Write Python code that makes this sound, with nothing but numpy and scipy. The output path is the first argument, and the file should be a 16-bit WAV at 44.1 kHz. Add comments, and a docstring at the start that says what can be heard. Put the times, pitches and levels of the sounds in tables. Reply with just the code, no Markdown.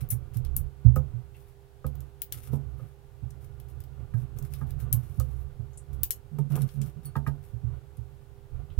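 """An appliance hums faintly in a small dry room while arms and fingers rub on a cloth-covered table.
Two plastic paint tubes are flipped open with a creak and bright snaps, and every bump of the hands
booms through the table into the right microphone. The nozzles knock on a plate, paint is squeezed
out with a short fizz, and the caps snap shut. The tubes judder over the cloth and knock as they are
laid down; last, a toothpick is picked up."""
import sys
import numpy as np
from scipy import signal
from scipy.fft import rfft, irfft, next_fast_len
from scipy.io import wavfile
from scipy.ndimage import uniform_filter1d

SR = 44100
rng = np.random.default_rng(int(sys.argv[2]) if len(sys.argv) > 2 else 0)


def file_out(sig):
    """Save sig as 16-bit WAV at sys.argv[1]."""
    # one column per channel
    cols = np.atleast_2d(sig).T
    # limit, then scale
    lim = np.clip(cols, -1, 1)
    pcm = np.round(lim * 32767).astype(np.int16)
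    wavfile.write(sys.argv[1], SR, pcm)


N = 387638
TIME = np.arange(N) / SR
ROOM_T60_S = 0.11


def from_db(db):
    return 10 ** (np.asarray(db) / 20)


def unit_rms(x):
    return x / np.sqrt(np.mean(x ** 2) + 1e-20)


def add(track, start_s, sound):
    i = int(start_s * SR)
    track[..., i:i + sound.shape[-1]] += sound[..., :N - i]


def band(x, low_hz, high_hz):
    return signal.sosfilt(signal.butter(2, [low_hz, high_hz], "band", fs=SR, output="sos"), x)


def coloured(x, spectrum):
    """Filter by a curve of (Hz, dB) points; rms 1."""
    hz, level_db = np.transpose(spectrum)
    size = next_fast_len(N, True)
    log_hz = np.log(np.arange(size // 2 + 1) * SR / size + 1)
    gain = from_db(np.interp(log_hz, np.log(hz), level_db, left=-90, right=-90))
    return unit_rms(irfft(rfft(x, size) * gain, size)[..., :N])


def noise(spectrum):
    return coloured(rng.standard_normal(N), spectrum)


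def stereo_noise(shared):
    """White noise with a share of its power common to both sides."""
    return np.sqrt(shared) * rng.standard_normal(N) + np.sqrt(1 - shared) * rng.standard_normal((2, N))


def slip_train(per_s, spread_db):
    """Tiny slips of uneven size at random moments."""
    sizes = from_db(spread_db * np.minimum(rng.exponential(1, N), 4)) * rng.choice([-1, 1], N)
    return sizes * (rng.random(N) < per_s / SR)


def swells(rows, fullness):
    """One arch per slide; a gain track for each of the two level columns."""
    gains = np.zeros((2, N))
    for start_s, length_s, *levels_db in rows:
        arch = np.hanning(int(length_s * SR)) ** (1 / fullness)
        add(gains, start_s, from_db(levels_db)[:, None] * arch)
    return gains


def ring(force, modes):
    """Each mode answers a click with a dying sine; neighbours swing in opposite senses."""
    out = 0
    for k, (hz, level_db, t60_s) in enumerate(modes):
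        radius, angle = from_db(-60 / (t60_s * SR)), 2 * np.pi * hz / SR
        feedback = [1, -2 * radius * np.cos(angle), radius ** 2]
        swing = signal.lfilter([0, np.sin(angle)], feedback, force + 1e-18)
        out = out + (-1) ** k * from_db(level_db) * swing
    return out


def panned(left_db):
    return unit_rms(from_db([[left_db / 2], [-left_db / 2]]))


def placed(x, left_db, lag_s):
    """Off-centre source: louder on one side, delayed on the right."""
    delayed = x[np.maximum(np.arange(len(x)) - round(lag_s * SR), 0)]
    return np.array([x, delayed]) * panned(left_db)


def room(x, left_db, wet_db, lag_s=0.00005):
    """Direct sound, then dense reflections that differ at each microphone."""
    t = TIME[:SR // 4]
    tail = rng.standard_normal((2, len(t))) * from_db(-60 * t / ROOM_T60_S) * (t > 0.0012)
    tail /= np.sqrt(np.sum(tail ** 2, axis=1, keepdims=True))
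    reflections = signal.oaconvolve(np.array([x, x]), tail, axes=1)[:, :N]
    return placed(x, left_db, lag_s) + from_db(wet_db) * panned(left_db / 3) * reflections


# Room air spectrum and appliance tones. Each row: frequency in Hz, level in dB.
AIR_SPECTRUM = [(260, -27), (440, -4.5), (622, -11), (815, -5), (1200, -20.5), (1490, -15.5), (2230, -21),
                (3300, -22), (5930, -27.5), (14200, -26.5), (16000, -29.5)]
HUM_TONES = [(119, -73.5), (399.5, -60.5), (511, -72.5)]


def air_and_hum(air_db=-66, bass_db=-67.5, waver=0.14):
    """Quiet room air and an appliance's slightly unsteady hum."""
    air = from_db(air_db) * coloured(stereo_noise(shared=0.149), AIR_SPECTRUM) * panned(-1.4)
    bass_hz_db = [(15, 2), (50, -15.5), (120, -8), (220, -15),
                  (330, -21.5), (400, -10), (470, -14), (600, -52)]
    bass = from_db(bass_db) * coloured(stereo_noise(shared=0.16), bass_hz_db)
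    unsteady = 1 + waver * noise([(1, 7), (4, 5), (30, -16.5)])
    hum = sum(from_db(level_db) * np.sin(2 * np.pi * hz * TIME) for hz, level_db in HUM_TONES)
    return air + bass + hum * unsteady * panned(-5)


# Effort of the resting arms. Each row: time in seconds, level in dB.
ARM_EFFORT = [(0, -34.5), (0.75, -42.5), (1.08, -35.5), (1.3, -44), (1.68, -51), (2.0, -42), (2.25, -49),
              (2.65, -35), (2.95, -48), (3.5, -39), (4.1, -39.5), (4.7, -30.5), (5.3, -37), (5.75, -42.5),
              (6.2, -44.5), (6.7, -43), (7.45, -42.5), (8.75, -46)]
# Arm slides. Each row: start and length in seconds, low and high rumble levels in dB.
ARM_SLIDES = [(0.0, 0.071, -33, -28.5), (0.38, 0.33, -24, -34.5), (1.89, 0.19, -36.5, -37),
              (2.31, 0.11, -42, -37.5), (2.46, 0.088, -37, -31), (2.63, 0.17, -34, -42),
              (2.77, 0.11, -58, -33), (3.72, 0.12, -35, -41.5), (3.96, 0.1, -34, -35),
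              (4.2, 0.073, -35, -33), (4.35, 0.12, -38, -29), (4.76, 0.24, -35, -28.5),
              (5.24, 0.27, -29.5, -40), (5.87, 0.21, -29, -35.5), (6.5, 0.2, -36, -34),
              (6.76, 0.15, -34.5, -31), (7.31, 0.077, -32, -43), (7.66, 0.14, -30.5, -33),
              (8.51, 0.15, -28.5, -35), (8.68, 0.083, -36.5, -42)]


def arm_friction(resting_high_db=-2.5):
    """Gain tracks of the low and high rumble: steady effort plus slides."""
    times_s, effort_db = np.transpose(ARM_EFFORT)
    resting = from_db(np.interp(TIME, times_s, effort_db)) * from_db([[0], [resting_high_db]])
    return np.hypot(resting, swells(ARM_SLIDES, fullness=3.2))


# Friction spectra through the table. Each row: frequency in Hz, relative density in dB.
LOW_RUMBLE_SPECTRUM = [(15, -44.5), (27, -5.5), (38, -12), (52, -19), (67, 2.5), (78, -10), (95, -7.5),
                       (112, -43)]
HIGH_RUMBLE_SPECTRUM = [(85, -43.5), (102, -5.5), (120, 6), (143, 5), (165, -27.5), (195, -26.5),
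                        (222, -16), (243, -26.5), (262, -18.5), (300, -30), (450, -44)]


def arm_rumble(gain_db=-2, window_s=0.093):
    """Arm friction through the table's resonances, evened out so that pressure sets the level."""
    out = 0
    for pressure, spectrum in zip(arm_friction(), [LOW_RUMBLE_SPECTRUM, HIGH_RUMBLE_SPECTRUM]):
        rumble = noise(spectrum)
        power = uniform_filter1d(rumble ** 2, int(window_s * SR))
        out = out + pressure * rumble / np.sqrt(power + 0.035)
    return from_db(gain_db) * out


# Rubbed cloth. Each row: frequency in Hz, relative density in dB.
CLOTH_SPECTRUM = [(170, -18), (300, 4.5), (520, 2.5), (700, 1), (900, -7), (1250, -1), (1700, -13.5),
                  (2600, -14.5), (5000, -28.5)]


def cloth_rub(arm_db=-44):
    """The cloth's dull grain follows the arms' friction and the dragged tubes."""
    arms = from_db(arm_db) * arm_friction()[1] ** 0.6
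    _, tubes = swells(TUBE_DRAGS, fullness=1.7)
    grain = coloured(slip_train(per_s=1500, spread_db=2), CLOTH_SPECTRUM)
    return room(np.hypot(arms, tubes) * grain, left_db=-1.5, wet_db=0)


# Fingers and tubes sliding on plastic. Each row: start and length in seconds, level in dB.
PLASTIC_STROKES = [(0, 0.014, -43), (0.102, 0.03, -46.5), (0.335, 0.038, -54.5), (1.336, 0.19, -69),
                   (2.317, 0.089, -53.5), (2.414, 0.066, -53.5), (2.515, 0.045, -56), (2.773, 0.15, -72),
                   (3.408, 0.042, -61.5), (3.681, 0.036, -62), (4.135, 0.1, -64.5), (4.364, 0.02, -58),
                   (4.435, 0.037, -58), (4.498, 0.14, -62.5), (4.662, 0.055, -66), (4.787, 0.058, -60),
                   (4.982, 0.45, -67.5), (5.927, 0.023, -57.5), (6.38, 0.014, -46), (6.494, 0.041, -53.5),
                   (6.546, 0.015, -42), (6.586, 0.045, -53), (6.665, 0.12, -62), (6.806, 0.093, -57.5),
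                   (7.03, 0.043, -55.5), (7.151, 0.03, -59.5), (7.263, 0.013, -46), (7.424, 0.091, -66.5)]
# Rubbed plastic. Each row: frequency in Hz, relative density in dB.
PLASTIC_SPECTRUM = [(1200, -4), (2500, -5), (4500, -9), (8000, -6), (11000, 2), (15500, -1.5), (17000, -58)]


def plastic_rustle(grip_s=0.00644, fade_db=-7, gain_db=2):
    """Each stroke grips quickly and fades as it slides, in a crackle of tiny slips."""
    pressure = np.zeros(N)
    for start_s, length_s, level_db in PLASTIC_STROKES:
        t = TIME[:int(length_s * SR)]
        grip = 1 - np.exp(-t / grip_s)
        add(pressure, start_s, grip * from_db(level_db + gain_db + fade_db * t / t[-1]))
    crackle = coloured(slip_train(per_s=700, spread_db=4.2), PLASTIC_SPECTRUM)
    return room(pressure * crackle, left_db=8, wet_db=-1)


# Cap snaps and small plastic ticks. Each row: start in seconds, relative levels of tube body,
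# cap wall and lid in dB, lid pitch in Hz.
CAP_SNAPS = [(0.0888, -83, -79, -49, 13400), (0.3705, -65, -60, -48.5, 12400),
             (0.449, -59, -75, -52.5, 11600), (0.5652, -58.5, -53, -26, 12100),
             (0.9591, -62, -51.5, -41.5, 13400), (1.866, -64.5, -65, -49, 11800),
             (1.954, -72, -75, -59, 14400), (2.005, -71.5, -63.5, -56, 12600),
             (2.2187, -52, -51, -30.5, 15100), (2.3235, -48.5, -45.5, -33.5, 12700),
             (3.306, -73, -62, -65, 12600), (3.6003, -68.5, -71, -55.5, 12900),
             (3.804, -67.5, -67, -54.5, 12700), (3.8382, -72, -72, -57.5, 13700),
             (4.387, -84, -57, -49.5, 13100), (4.426, -71, -65, -56, 13400), (4.5372, -56, -70, -46, 12400),
             (4.7066, -65, -72, -52, 12800), (4.8016, -68, -66, -53, 14100),
             (4.9275, -50.5, -44.5, -22, 12600), (5.199, -58, -50, -45, 13000),
             (6.0332, -48, -41.5, -22, 14800), (6.1068, -47, -35.5, -25, 12300),
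             (6.564, -67, -67, -45.5, 12100), (6.6195, -58, -55, -44, 11400),
             (6.69, -61.5, -80, -69, 12000), (6.816, -58.5, -50.5, -61, 12200),
             (7.1654, -65, -70, -60, 12500), (7.277, -61, -82, -59, 11500), (7.9706, -80, -70, -63, 11040)]


def cap_snaps(crack_s=0.00051, catch_s=0.0029, catch_db=-9, gain_db=-11):
    """The lid jumps its lip and catches again; the crack excites tube body, cap wall and lid."""
    t, out = TIME[:SR // 8], np.zeros((2, N))
    jump = np.exp(-(t / crack_s - 1) ** 2)
    catch = from_db(catch_db) * np.exp(-abs(t - catch_s) / crack_s)
    echoes = from_db(-60 * t / ROOM_T60_S) * (t > 0.001)
    envelopes = np.array([jump + catch, echoes, echoes])   # direct, left room, right room
    grips = rng.random((len(CAP_SNAPS), 2))
    grains = rng.standard_normal((len(CAP_SNAPS), 3, 3, len(t)))   # moving hands: new reflections
    for (start_s, *levels_db, lid_hz), grain, (cavity, angle) in zip(CAP_SNAPS, grains, grips):
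        cap_echo = np.roll(grain, int((1 + cavity) * 0.0006 * SR), axis=-1)   # ripples the spectrum
        bursts = (grain - 0.5 * cap_echo) * envelopes
        bursts += band(bursts, lid_hz - 850, lid_hz + 850)   # lid resonance
        bands_hz = [(2200, 5400), (5600, 10500), (lid_hz - 2700, lid_hz + 2700)]
        for level_db, edges_hz, burst, wet_db in zip(levels_db, bands_hz, bursts, [1, -1, -5]):
            direct = placed(unit_rms(band(burst[0], *edges_hz)), left_db=10, lag_s=angle * 0.00004)
            reflected = unit_rms(band(burst[1:], *edges_hz)) * panned(2.4)
            add(out, start_s, from_db(level_db + gain_db) * (direct + from_db(wet_db) * reflected))
    return out


# Cap modes. Each row: frequency in Hz, gain in dB, T60 in seconds.
HOLLOW_CAP_MODES = [(1700, 2.5, 0.04), (2150, -7, 0.04), (3000, -7, 0.23), (3440, -4, .1), (5250, -3, .11)]


def cap_ring(gain_db=-5):
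    """The hollow cap rings on briefly after each snap."""
    force = np.zeros(N)
    for start_s, body_db, *_ in CAP_SNAPS:
        add(force, start_s, from_db([body_db + gain_db]))
    return placed(ring(force, HOLLOW_CAP_MODES), left_db=-7, lag_s=0.00007)


# Creaking lid. Each row: frequency in Hz, relative density in dB.
CREAK_SPECTRUM = [(1500, -31), (3000, -25), (4400, -31), (5600, -13.5), (8000, -7), (10200, 10), (14500, 2),
                  (16500, -16)]


def lid_creak(start_s=0.102, length_s=0.0089, level_db=-28, jitter_s=0.0006, slip_s=0.00023):
    """A stiff lid drags over its lip in a quick run of eight slips."""
    t, force = TIME[:SR // 200], np.zeros(N)
    for k in range(8):
        offset_s = k / 8 * length_s + rng.random() * jitter_s
        strength = np.sin(np.pi * (k + 1.5) / 10)
        add(force, start_s + offset_s, strength * rng.standard_normal(len(t)) * np.exp(-t / slip_s))
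    burst = coloured(force, CREAK_SPECTRUM) * np.sqrt(length_s * SR / N)   # rms 1 while it lasts
    return room(from_db(level_db) * burst, left_db=9, wet_db=1)


# Hand bumps. Each row: start in seconds, relative levels of the low, middle and high modes in dB.
HAND_BUMPS = [(0.119, -36.5, -22, -36.5), (0.355, -58, -21.5, -38.5), (0.567, -45, -42, -38),
              (0.848, -15.5, -7, -26), (0.962, -21, -37, -23.5), (1.134, -56, -25.5, -49),
              (1.845, -29.5, -67, -30), (2.527, -31.5, -69, -24), (3.222, -36.5, -30, -40.5),
              (4.138, -45, -18.5, -33), (4.613, -50, -61, -29.5), (4.703, -31.5, -35, -64),
              (4.934, -28, -19, -32.5), (5.178, -25, -21.5, -32.5), (5.591, -40, -29.5, -38),
              (7.161, -31, -60, -25), (7.27, -30.5, -40, -25.5), (7.529, -37.5, -27.5, -47.5),
              (7.633, -35.5, -23, -38), (7.978, -36, -32, -46), (8.774, -14, -51, -42)]
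# Table mode families. Each row: frequency in Hz, gain in dB, T60 in seconds.
LOW_MODES = [(66.94, -2, 0.4), (86.7, -13.5, 0.48)]
MIDDLE_MODES = [(121.2, -4, 0.29), (106.5, -6.5, 0.12), (260, -28.5, 0.26)]
HIGH_MODES = [(139.95, -1.5, 0.32), (226.8, -10.5, 0.21), (260, -12, 0.11), (347, -32.5, .1)]


def table_booms(push_s=0.0032, gain_db=9.5):
    """A soft push sets the table swinging; where it lands decides which modes answer."""
    t, out = TIME[:SR // 20], 0
    for family, modes in enumerate([LOW_MODES, MIDDLE_MODES, HIGH_MODES]):
        force, main_hz = np.zeros(N), modes[0][0]
        push = band(t * np.exp(-2 * t / push_s), 0.64 * main_hz, 3 * main_hz)   # legs take the slow part
        push /= abs(np.sum(push * np.exp(-2j * np.pi * main_hz * t)))   # unit drive at the main mode
        for start_s, *levels_db in HAND_BUMPS:
            add(force, start_s, from_db(levels_db[family] + gain_db) * push)
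        out = out - ring(force, modes)
    return out


# Padded top under a bump. Each row: frequency in Hz, relative density in dB.
THUD_SPECTRUM = [(160, -17), (222, 8), (245, 2), (265, 8), (320, -10.5), (450, -5), (700, -12), (1500, -22)]


def cloth_thuds(gain_db=-17, rise_s=0.0022, fade_s=0.043):
    """Each bump also gives a short, dull thud of the cloth-covered top."""
    t, contact = TIME[:SR // 4], np.zeros(N)
    envelope = np.exp(-t / fade_s) * (1 - np.exp(-t / rise_s))
    for start_s, *_, high_db in HAND_BUMPS:
        add(contact, start_s, from_db(high_db + gain_db) * envelope)
    return room(contact * noise(THUD_SPECTRUM), left_db=-7.5, wet_db=-2.5)


# Nozzle on plate; tube or hand on tabletop.
# Each row: start in seconds, relative level in dB, tilt in dB per octave.
KNOCKS_ON_PLATE = [(0.962, -25.5, -2), (1.844, -33, -3.5), (2.795, -49, -2), (5.202, -35.5, 0.5)]
KNOCKS_ON_TOP = [(2.532, -41.5, -17), (4.138, -55.5, 23), (4.613, -43, 9.5), (6.385, -38.5, -8),
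                 (6.507, -48.5, 5), (6.56, -38, -9), (6.574, -35, -4.5), (7.155, -28, 5), (7.165, -40, 14),
                 (7.265, -37, 19.5), (7.277, -40, -2)]
# Plate and tabletop modes. Each row: frequency in Hz, gain in dB, T60 in seconds.
MODES_OF_PLATE = [(405.5, -5.5, 0.076), (511, 3, 0.21), (618, -4, 0.1), (718, -7.5, .08), (827, -9, 0.14),
                  (1080, -6, 0.056), (1242, 10, 0.052), (1640, -13, 0.079)]
MODES_OF_TOP = [(405.7, -1, 0.13), (503.6, -3, 0.16), (647, -5.5, 0.089), (766, -1, .07), (902, 2.5, 0.13),
                (1016, 0, 0.063), (1241, 8, 0.043), (1376, -6.5, 0.055), (1616, -7, 0.078),
                (1884, -10.5, 0.047), (2370, -25, 0.039)]


def knocks(rows, modes, scuff_s=0.01, scuff_db=-22, gain_db=-12, clack_db=18, pivot_hz=900):
    """A tap and a short scuff ring the surface; each knock's own tilt makes it duller or brighter."""
    t, ringing, contact = TIME[:SR // 20], 0, np.zeros(N)
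    scuffs = from_db(scuff_db) * rng.standard_normal((len(rows), len(t))) * np.exp(-t / scuff_s)
    strikes = (t == 0) + scuffs * (t > 0.002) / 2
    for mode in modes:
        force, octaves = np.zeros(N), np.log2(mode[0] / pivot_hz)
        for (start_s, level_db, tilt_db), strike in zip(rows, strikes):
            add(force, start_s, from_db(level_db + gain_db + tilt_db * octaves) * strike)
        ringing = ring(force, [mode]) - ringing   # neighbours alternate in sign
    for (start_s, level_db, _), scuff in zip(rows, scuffs):
        add(contact, start_s, from_db(level_db + gain_db + clack_db) * scuff)
    clack = band(contact, 300, 3100)   # the soft tube itself hardly rings
    return room(ringing + clack, left_db=-3, wet_db=-11, lag_s=0.00012)


# Wet paint. Each row: start and decay time in seconds, level in dB, pitch in Hz.
PAINT_SQUELCHES = [(1.345, 0.017, -61.5, 2500), (5.732, 0.0084, -66.5, 6860), (5.774, 0.0059, -45.5, 8500),
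                   (8.702, 0.014, -63, 3000)]


def paint_squelches(band_ratio=1.176):
    """Paint and air leave the nozzle, or paint is stirred: short, narrow bursts of fizz."""
    t, out = TIME[:SR // 8], np.zeros(N)
    for start_s, decay_s, level_db, hz in PAINT_SQUELCHES:
        fizz = unit_rms(band(rng.standard_normal(len(t)), hz / band_ratio, hz * band_ratio))
        add(out, start_s, from_db(level_db) * np.exp(-t / decay_s) * fizz)
    return room(out, left_db=5, wet_db=2)


# Touches on a rim. Each row: start in seconds, level in dB.
RIM_TOUCHES = [(5.1993, -45), (7.055, -38)]
# Rim modes. Each row: frequency in Hz, gain in dB, T60 in seconds.
RIM_MODES = [(4430, -17.5, 0.16), (9130, 0.5, 0.12), (13640, -17, .08), (14620, 0, 0.071)]


def rim_tings():
    """Light touches leave thin high tones in a small hard rim."""
    force = np.zeros(N)
    for start_s, level_db in RIM_TOUCHES:
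        add(force, start_s, from_db([level_db]))
    return room(ring(force, RIM_MODES), left_db=-4, wet_db=-31)


# Tube dragged over cloth. Each row: start and length in seconds, judder and scrape levels in dB.
TUBE_DRAGS = [(6.315, 0.073, -30, -68), (6.385, 0.052, -19, -62), (6.425, 0.071, -28.5, -69),
              (6.5, 0.068, -19.5, -51), (6.545, 0.052, -31.5, -51.5), (6.58, 0.099, -20.5, -59),
              (6.74, 0.14, -24.5, -68), (6.955, 0.052, -33.5, -66), (7.04, 0.076, -35, -61.5)]


def tube_judder(mode_hz=140.2, wander=0.043, slips_db=-17):
    """Stick and slip lock to a table mode; the slips add a rough upper ring."""
    strength, _ = swells(TUBE_DRAGS, fullness=3.06)
    hz = mode_hz * (1 + wander * noise([(2, 3.5), (20, 1.5), (80, -14)]))
    swing = np.sqrt(2) * np.sin(2 * np.pi * np.cumsum(hz) / SR)
    slips = noise([(170, -15), (220, 12.5), (250, -1.5), (290, -12), (420, -10), (700, -29)])
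    return strength * (swing + from_db(slips_db) * slips)


def scene():
    """Caps, hands and paint over the quiet room; table vibration is almost all on the right."""
    caps = cap_snaps() + cap_ring() + lid_creak() + rim_tings()
    contacts = knocks(KNOCKS_ON_PLATE, MODES_OF_PLATE) + knocks(KNOCKS_ON_TOP, MODES_OF_TOP)
    vibration = (arm_rumble() + table_booms() + tube_judder()) * from_db([[-35], [0]])
    hands = vibration + cloth_thuds() + cloth_rub() + plastic_rustle()
    return caps + contacts + hands + paint_squelches() + air_and_hum()


def record(dry):
    """Steep low-pass at 16.5 kHz."""
    return signal.sosfilt(signal.ellip(10, 0.1, 80, 16500, fs=SR, output="sos"), dry)


dry = scene()
out = record(dry)
file_out(out)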